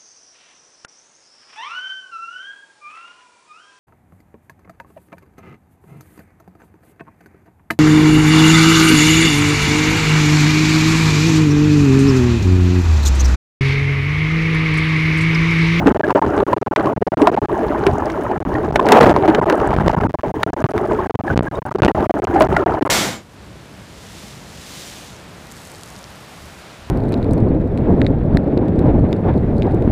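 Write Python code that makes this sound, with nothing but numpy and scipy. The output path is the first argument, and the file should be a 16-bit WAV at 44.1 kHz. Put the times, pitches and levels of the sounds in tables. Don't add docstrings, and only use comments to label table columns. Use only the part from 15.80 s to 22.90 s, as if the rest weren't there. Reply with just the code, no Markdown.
import sys
import numpy as np
from scipy import signal
from scipy.fft import rfft, irfft, next_fast_len
from scipy.io import wavfile
from scipy.ndimage import uniform_filter1d, map_coordinates

SR = 44100
rng = np.random.default_rng(int(sys.argv[2]) if len(sys.argv) > 2 else 0)


def persist_wave(psi):
    counts = np.round(np.clip(psi, -1, 1) * 32767).astype(np.int16)
    wavfile.write(sys.argv[1], SR, np.atleast_2d(counts).T)


N = 313110
T = np.arange(N) / SR

# t/s, level/dB
CHURN_LEVEL = [(0, -18.5), (.2, -16), (.42, -13.5), (.8, -16.5), (1.5, -15.5), (1.7, -17.5), (2.98, -21),
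               (3.12, -5.5), (3.25, -6), (3.42, -15), (4.1, -16), (4.55, -23.5), (5.1, -17.5), (5.9, -24.5),
               (6.08, -13), (6.38, -19.5), (6.56, -15), (7.1, -18.5)]
# t/s, level/dB
FINENESS = [(0, 3), (.9, 1.5), (1.4, -1), (2.1, 5), (2.7, 4), (3.2, -5.5), (3.5, 6.5), (4, 9.5), (4.5, 6),
            (5.1, 2), (5.5, 3.5), (5.8, 8), (6.3, 1.5), (6.7, 5), (7.1, 11)]
# f/Hz, level/dB
CLOUD_SPECTRUM = [(100, -27), (210, 1), (305, -2.5), (425, -0.5), (500, -11), (630, -4), (700, -8.5),
                  (830, -6), (1200, -15), (1670, -20), (2500, -36), (3000, -33.5), (3500, -52.5),
                  (8000, -60.5)]
ROAR_SPECTRUM = [(90, -22), (250, -7), (480, -3), (900, -5), (1300, -14.5), (2200, -25), (4000, -43),
                 (9000, -55)]
FIZZ_SPECTRUM = [(800, 9.5), (3000, 9), (4500, -3.5), (7000, 0), (7800, -18), (8500, -4.5), (11000, -8),
                 (16000, -8)]

def surf(split_hz=560, ordinary_db=-16, calm_db=-11, violent_db=-6):
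    churn_db, fine_db = curve(CHURN_LEVEL), curve(FINENESS)
    fizz_db = -49 + .22 * (churn_db - ordinary_db) + wobble(10)
    near = swarm(low_hz=277.5, high_hz=2550, cycles=27.8, spread_db=1.84, rise=.016, count=2800, size=1700)
    far = amp(5.5) * rng.standard_normal(N)
    cloud = coloured(near + far, CLOUD_SPECTRUM)
    large = signal.sosfiltfilt(signal.butter(2, split_hz, fs=SR, output='sos'), cloud)
    cloud = amp(-fine_db / 2) * large + amp(fine_db / 2) * (cloud - large)
    violence = np.clip((churn_db - calm_db) / (violent_db - calm_db), 0, 1)
    roar = amp(-1.5) * noise(ROAR_SPECTRUM)
    churn = np.sqrt(1 - violence) * cloud + np.sqrt(violence) * roar
    ticks = swarm(low_hz=3870, high_hz=10100, cycles=8.6, spread_db=5, rise=.02, count=1200, size=200)
    far_hiss = amp(2 * wobble(90)) * noise(FIZZ_SPECTRUM)
    flurries = amp(-7 + 5 * wobble(40)) * ticks
    flicker_db = 1.48 * wobble(45) + .5 * wobble(10)
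    return amp(churn_db + flicker_db) * churn + amp(fizz_db) * (far_hiss + flurries)


def swarm(low_hz, high_hz, cycles, spread_db, rise, count, size):
    when, pitch, strength = rng.random((count, 3)).T[:, :, None]
    hz = low_hz * (high_hz / low_hz) ** pitch
    turns = hz * np.arange(size) / SR
    age = turns / cycles
    ring = np.sin(2 * np.pi * turns * (1 + rise * np.minimum(age, 1)))
    envelope = amp(-60 * age) * (1 - np.exp(-2 * turns))
    gain = amp(spread_db * np.minimum(-np.log(1 - strength), 5)) * np.sqrt(hz)
    at = (when * N).astype(int) + np.arange(size)
    return unit(np.bincount(at.ravel(), (gain * ring * envelope).ravel(), N + size)[:N])


# t/s, level/dB, f/Hz, T60/s
SINGLE_BUBBLES = [(.059, 3, 279, 0.11), (.074, 1.5, 416, 0.071), (.113, 0, 290, 0.041),
                  (.236, -4, 1620, 0.041), (.304, 5, 984, 0.025), (.355, -4, 577, 0.1),
                  (.422, 0.5, 870, 0.036), (.73, 4, 967, 0.038), (0.975, -3.5, 383, 0.041),
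                  (1.069, -3, 1057, 0.038), (1.221, -3, 445.4, 0.035), (1.426, -5, 409, 0.14),
                  (1.472, -2, 700, 0.076), (1.574, -1, 797, 0.055), (2.065, 4.5, 390, 0.061),
                  (2.512, -5, 785, 0.034), (2.751, -11, 1810, .034), (2.956, 0.5, 615, 0.038),
                  (2.993, 1.5, 1029, 0.041), (3.121, 7.5, 422, 0.089), (3.207, 4.5, 467.5, 0.16),
                  (3.238, 5, 648, 0.033), (3.294, 7.5, 334, 0.04), (3.481, 1.5, 316.4, 0.14),
                  (3.582, 2.5, 456, 0.034), (3.725, -3.5, 522, 0.072), (4.091, 2.5, 900, 0.037),
                  (4.343, -9.5, 1005, 0.039), (4.434, -9.5, 594, 0.076), (4.632, 0.5, 1803, 0.012),
                  (4.632, -6.5, 3700, 0.011), (4.732, -8, 710.7, .04), (5.13, -9, 423, 0.16),
                  (5.189, -2.5, 1060, 0.027), (5.479, -6.5, 1680, 0.024), (5.501, -7, 1510, 0.045),
                  (5.669, -16, 1610, .075), (5.753, -30, 3700, .033), (6.033, -6.5, 779, 0.044),
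                  (6.082, -7.5, 1876, 0.028), (6.081, -8.5, 2860, 0.016), (6.206, 1, 303, 0.024),
                  (6.558, -1, 810, 0.062), (6.607, 2.5, 628, 0.13), (6.765, 3, 1930, 0.014),
                  (7.02, -3.5, 319, 0.11)]

def single_bubbles(spray_gain=.36, rise=.03, attack_s=.0019):
    out, t = np.zeros(N), T[:SR // 6]
    spray, waver = noise(CLOUD_SPECTRUM), wobble(170)
    for s, db, hz, t60 in SINGLE_BUBBLES:
        here = (round(s * SR) + np.arange(len(t))) % N
        ring = np.sin(2 * np.pi * hz * t * (1 + rise * np.minimum(t / t60, 1)) + .5 * waver[here])
        envelope = amp(db - 60 * t / t60) * (1 - np.exp(-t / attack_s))
        add(out, s, envelope * (ring + spray_gain * spray[here]))
    return out


# t/s, level/dB, housing knock relative to the snap/dB
SNAPS = [(.306, -19, -1), (.731, -21, 13), (.961, -9, .5), (1.472, -11.5, 10), (2.067, -13.5, 2.5),
         (2.3, -21, -14), (2.958, -6, 0), (3.066, -17, 7), (3.088, -10.5, -7), (3.121, 2, 5.5),
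         (3.208, -10.5, 2), (3.23, -11.5, -2), (3.251, -12, 5), (3.363, -20.5, 14.5), (3.548, -10.5, -3),
         (3.699, -10.5, -3), (3.959, -11, -7), (4.08, -11.5, 10.5), (4.632, -10.5, 5), (4.979, -20, -2),
         (6.033, -14, 10), (6.081, -21, 9), (6.45, -20.5, -26), (6.607, -17.5, 15.5), (6.622, -16.5, 7),
         (6.766, -16.5, 11.5), (7.024, -21, 2)]
# f/Hz, level/dB
CRACK_SPECTRUM = [(300, -22), (1500, 19), (3800, 3), (6000, -9), (9000, -14), (16000, -36.5)]
# f/Hz, level/dB, T60/s
HOUSING_MODES = [(627, -5, 0.032), (924, 4, 0.017), (1372, -10.5, 0.05), (1796, -26, 0.022),
                 (2385, -15.5, 0.013), (3850, -20, 0.01)]

def snaps(crack_t60=.026, knock_attack_s=.00052):
    out, t = np.zeros(N), T[:SR // 16]
    hiss = noise(CRACK_SPECTRUM)
    for s, db, knock_db in SNAPS:
        ring = np.zeros(len(t))
        for hz, level, t60 in HOUSING_MODES:
            decay = amp(level + rng.normal(0, 4.2) - 60 * t / t60)
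            ring += decay * np.sin(2 * np.pi * hz * rng.normal(1, .056) * t + rng.uniform(0, 2 * np.pi))
        knock = amp(knock_db) * ring * (1 - np.exp(-t / knock_attack_s))
        crack = amp(-60 * t / crack_t60) * hiss[(round(s * SR) + np.arange(len(t))) % N]
        add(out, s, amp(db) * (crack + knock))
    return out


# t/s, first step/full scale, number of swings, swing spacing/s
SLAPS = [(3.264, 1.4, 1, 0), (3.986, .85, 2, 0.012), (4.081, 0.97, 1, 0.00071), (4.25, 0.7, 2, 0.034),
         (4.842, 1.48, 4, .0037), (5.576, 1.9, 3, .016), (6.0207, 1.7, 3, 0.0041), (6.049, 2.1, 3, 0.0074)]

def slaps(rebound=.77, leak_s=.084, edge_s=.00039):
    out, t = np.zeros(N), T[:SR // 3]
    for s, first, swings, gap in SLAPS:
        for k in range(round(swings)):
            step = first * (-rebound) ** k
            front = 1 - np.exp(-(t * step ** 2 / edge_s) ** 2)
            add(out, s + k * gap, step * front * np.exp(-t / leak_s))
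    return out


# first release t/s, time to last release/s, number of stalls, first and last length/s
STALL_BOUTS = [(.146, 0, 1, .022), (.195, .038, 2, .022), (.277, .019, 2, .007), (.349, .067, 2, .022),
               (.666, 0, 1, .031), (.764, .197, 5, .024), (1.163, .208, 5, .028), (1.516, .049, 2, .014),
               (1.617, .068, 2, .027), (2.603, .048, 2, .023), (2.924, 0, 1, .013), (3.202, .276, 3, .007),
               (3.614, .043, 2, .014), (3.929, .104, 4, .007), (4.129, .072, 3, .01),
               (4.294, .139, 4, .024), (4.54, 0, 1, .025), (4.664, .067, 2, .027), (4.764, 0, 1, .023),
               (4.841, .095, 3, .017), (5.296, .141, 4, .025), (5.559, 0, 1, .015), (5.625, 0, 1, .056),
               (5.713, 0, 1, .029), (5.819, .034, 2, .027), (5.912, .109, 4, .018), (6.079, 0, 1, .013),
               (6.148, 0, 1, .032), (6.295, .045, 2, .028), (6.42, .051, 2, .02), (6.687, 0, 1, .015),
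               (6.861, 0, 1, .022), (7.01, .083, 3, .016)]

def stalls(blinks_per_s=2.2, blink_s=.006, mid_stretch=.38):
    spans = []
    for first, length, number, held in STALL_BOUTS:
        for progress in np.linspace(0, 1, round(number)):
            release = first + progress * length
            stretch = 1 + mid_stretch * np.sin(np.pi * progress)
            spans.append((release - held * stretch, release))
    odds = np.cumsum(eddy_strength())
    for draw, stretch in rng.random((round(blinks_per_s * N / SR), 2)):
        start = np.interp(draw * odds[-1], odds, T)
        spans.append((start, start + blink_s * (.5 + stretch)))
    return spans


def diaphragm(pressure, travel, stop, edge_s):
    pinned, offset = np.zeros(N), np.zeros(N)
    for start, end in stalls():
        span = slice(max(int((start - edge_s) * SR), 0), int((end + edge_s) * SR))
        hold = np.clip(np.minimum(T[span] - start, end - T[span]) / edge_s + 1, 0, 1)
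        pinned[span] = np.maximum(pinned[span], hold)
        offset[span] += rng.choice([-1, 1]) * stop * hold
    free = travel * (1 - pinned) ** 2
    return np.clip(pressure, -free, free) + offset


# centre t/s, peak level/dB, length/s
EDDIES = [(0.081, -6.5, .12), (0.457, -12, 0.085), (1.097, -18.5, .12), (1.625, -10.5, 0.12),
          (2.096, -11, 0.19), (2.82, -5.5, .28), (3.26, 0, .14), (3.602, -8, 0.26), (4.06, -2, .25),
          (5.521, -10.5, 0.29), (6.23, -7, 0.13), (6.68, -5.5, 0.19)]

def eddy_strength(current_db=-16):
    swells = [amp(db) * np.exp(-2 * ((T - s) / length) ** 2) for s, db, length in EDDIES]
    return np.sqrt(amp(current_db) ** 2 + np.sum(np.square(swells), axis=0))


# f/Hz, level/dB
BUFFET_SPECTRUM = [(8, 4.5), (30, 1.5), (60, -0.5), (120, -11.5), (200, -18), (400, -35.5), (1000, -91.5)]

def eddies(lumpy_db=3.5):
    return eddy_strength() * amp(lumpy_db * wobble(30)) * noise(BUFFET_SPECTRUM)


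def crackle(water, level_db, growth, pops_per_s=200, spread_db=3.5, life_s=.00094):
    force = np.abs(uniform_filter1d(water ** 2, size=300)) ** .5
    pops = (rng.random(N) < pops_per_s / SR) * amp(spread_db * np.minimum(rng.exponential(size=N), 3))
    bursts = signal.lfilter([1], [1, -np.exp(-1 / (life_s * SR))], pops)
    return amp(level_db) * coloured(rng.standard_normal(N) * bursts * force ** growth, CRACK_SPECTRUM)


def amp(db):
    return 10 ** (np.asarray(db) / 20)


def unit(x):
    return x / np.sqrt(np.mean(x ** 2) + 1e-20)


def curve(rows):
    return np.interp(T, *np.transpose(rows))


def wobble(rate):
    return map_coordinates(rng.standard_normal(int(N * rate / SR) + 4), [T * rate])


def coloured(x, spectrum):
    size = next_fast_len(N + 8192)
    hz, db = np.transpose(spectrum)
    gain = amp(np.interp(np.log(np.fft.rfftfreq(size, 1 / SR) + 1), np.log(hz), db))
    return unit(irfft(rfft(x, size) * gain, size)[:N])


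def noise(spectrum):
    return coloured(rng.standard_normal(N), spectrum)


def add(track, s, sound):
    part = track[max(round(s * SR), 0):][:len(sound)]
    part += sound[:len(part)]


def scene():
    water = surf() + single_bubbles()
    pressure = water + crackle(water, level_db=-35, growth=1.7) + eddies() + snaps()
    return (diaphragm(pressure, travel=1.15, stop=.17, edge_s=.00096) + slaps())[None]


def record(dry, low_cut_hz=140, hiss_db=-92, top_hz=15800):
    x = signal.sosfilt(signal.butter(2, low_cut_hz, 'high', fs=SR, output='sos'), dry)
    x = np.clip(x + amp(hiss_db) * rng.standard_normal(N), -1, 1)
    return signal.sosfiltfilt(signal.cheby1(N=10, rp=.05, Wn=top_hz, fs=SR, output='sos'), x)


dry = scene()
out = record(dry)
persist_wave(out)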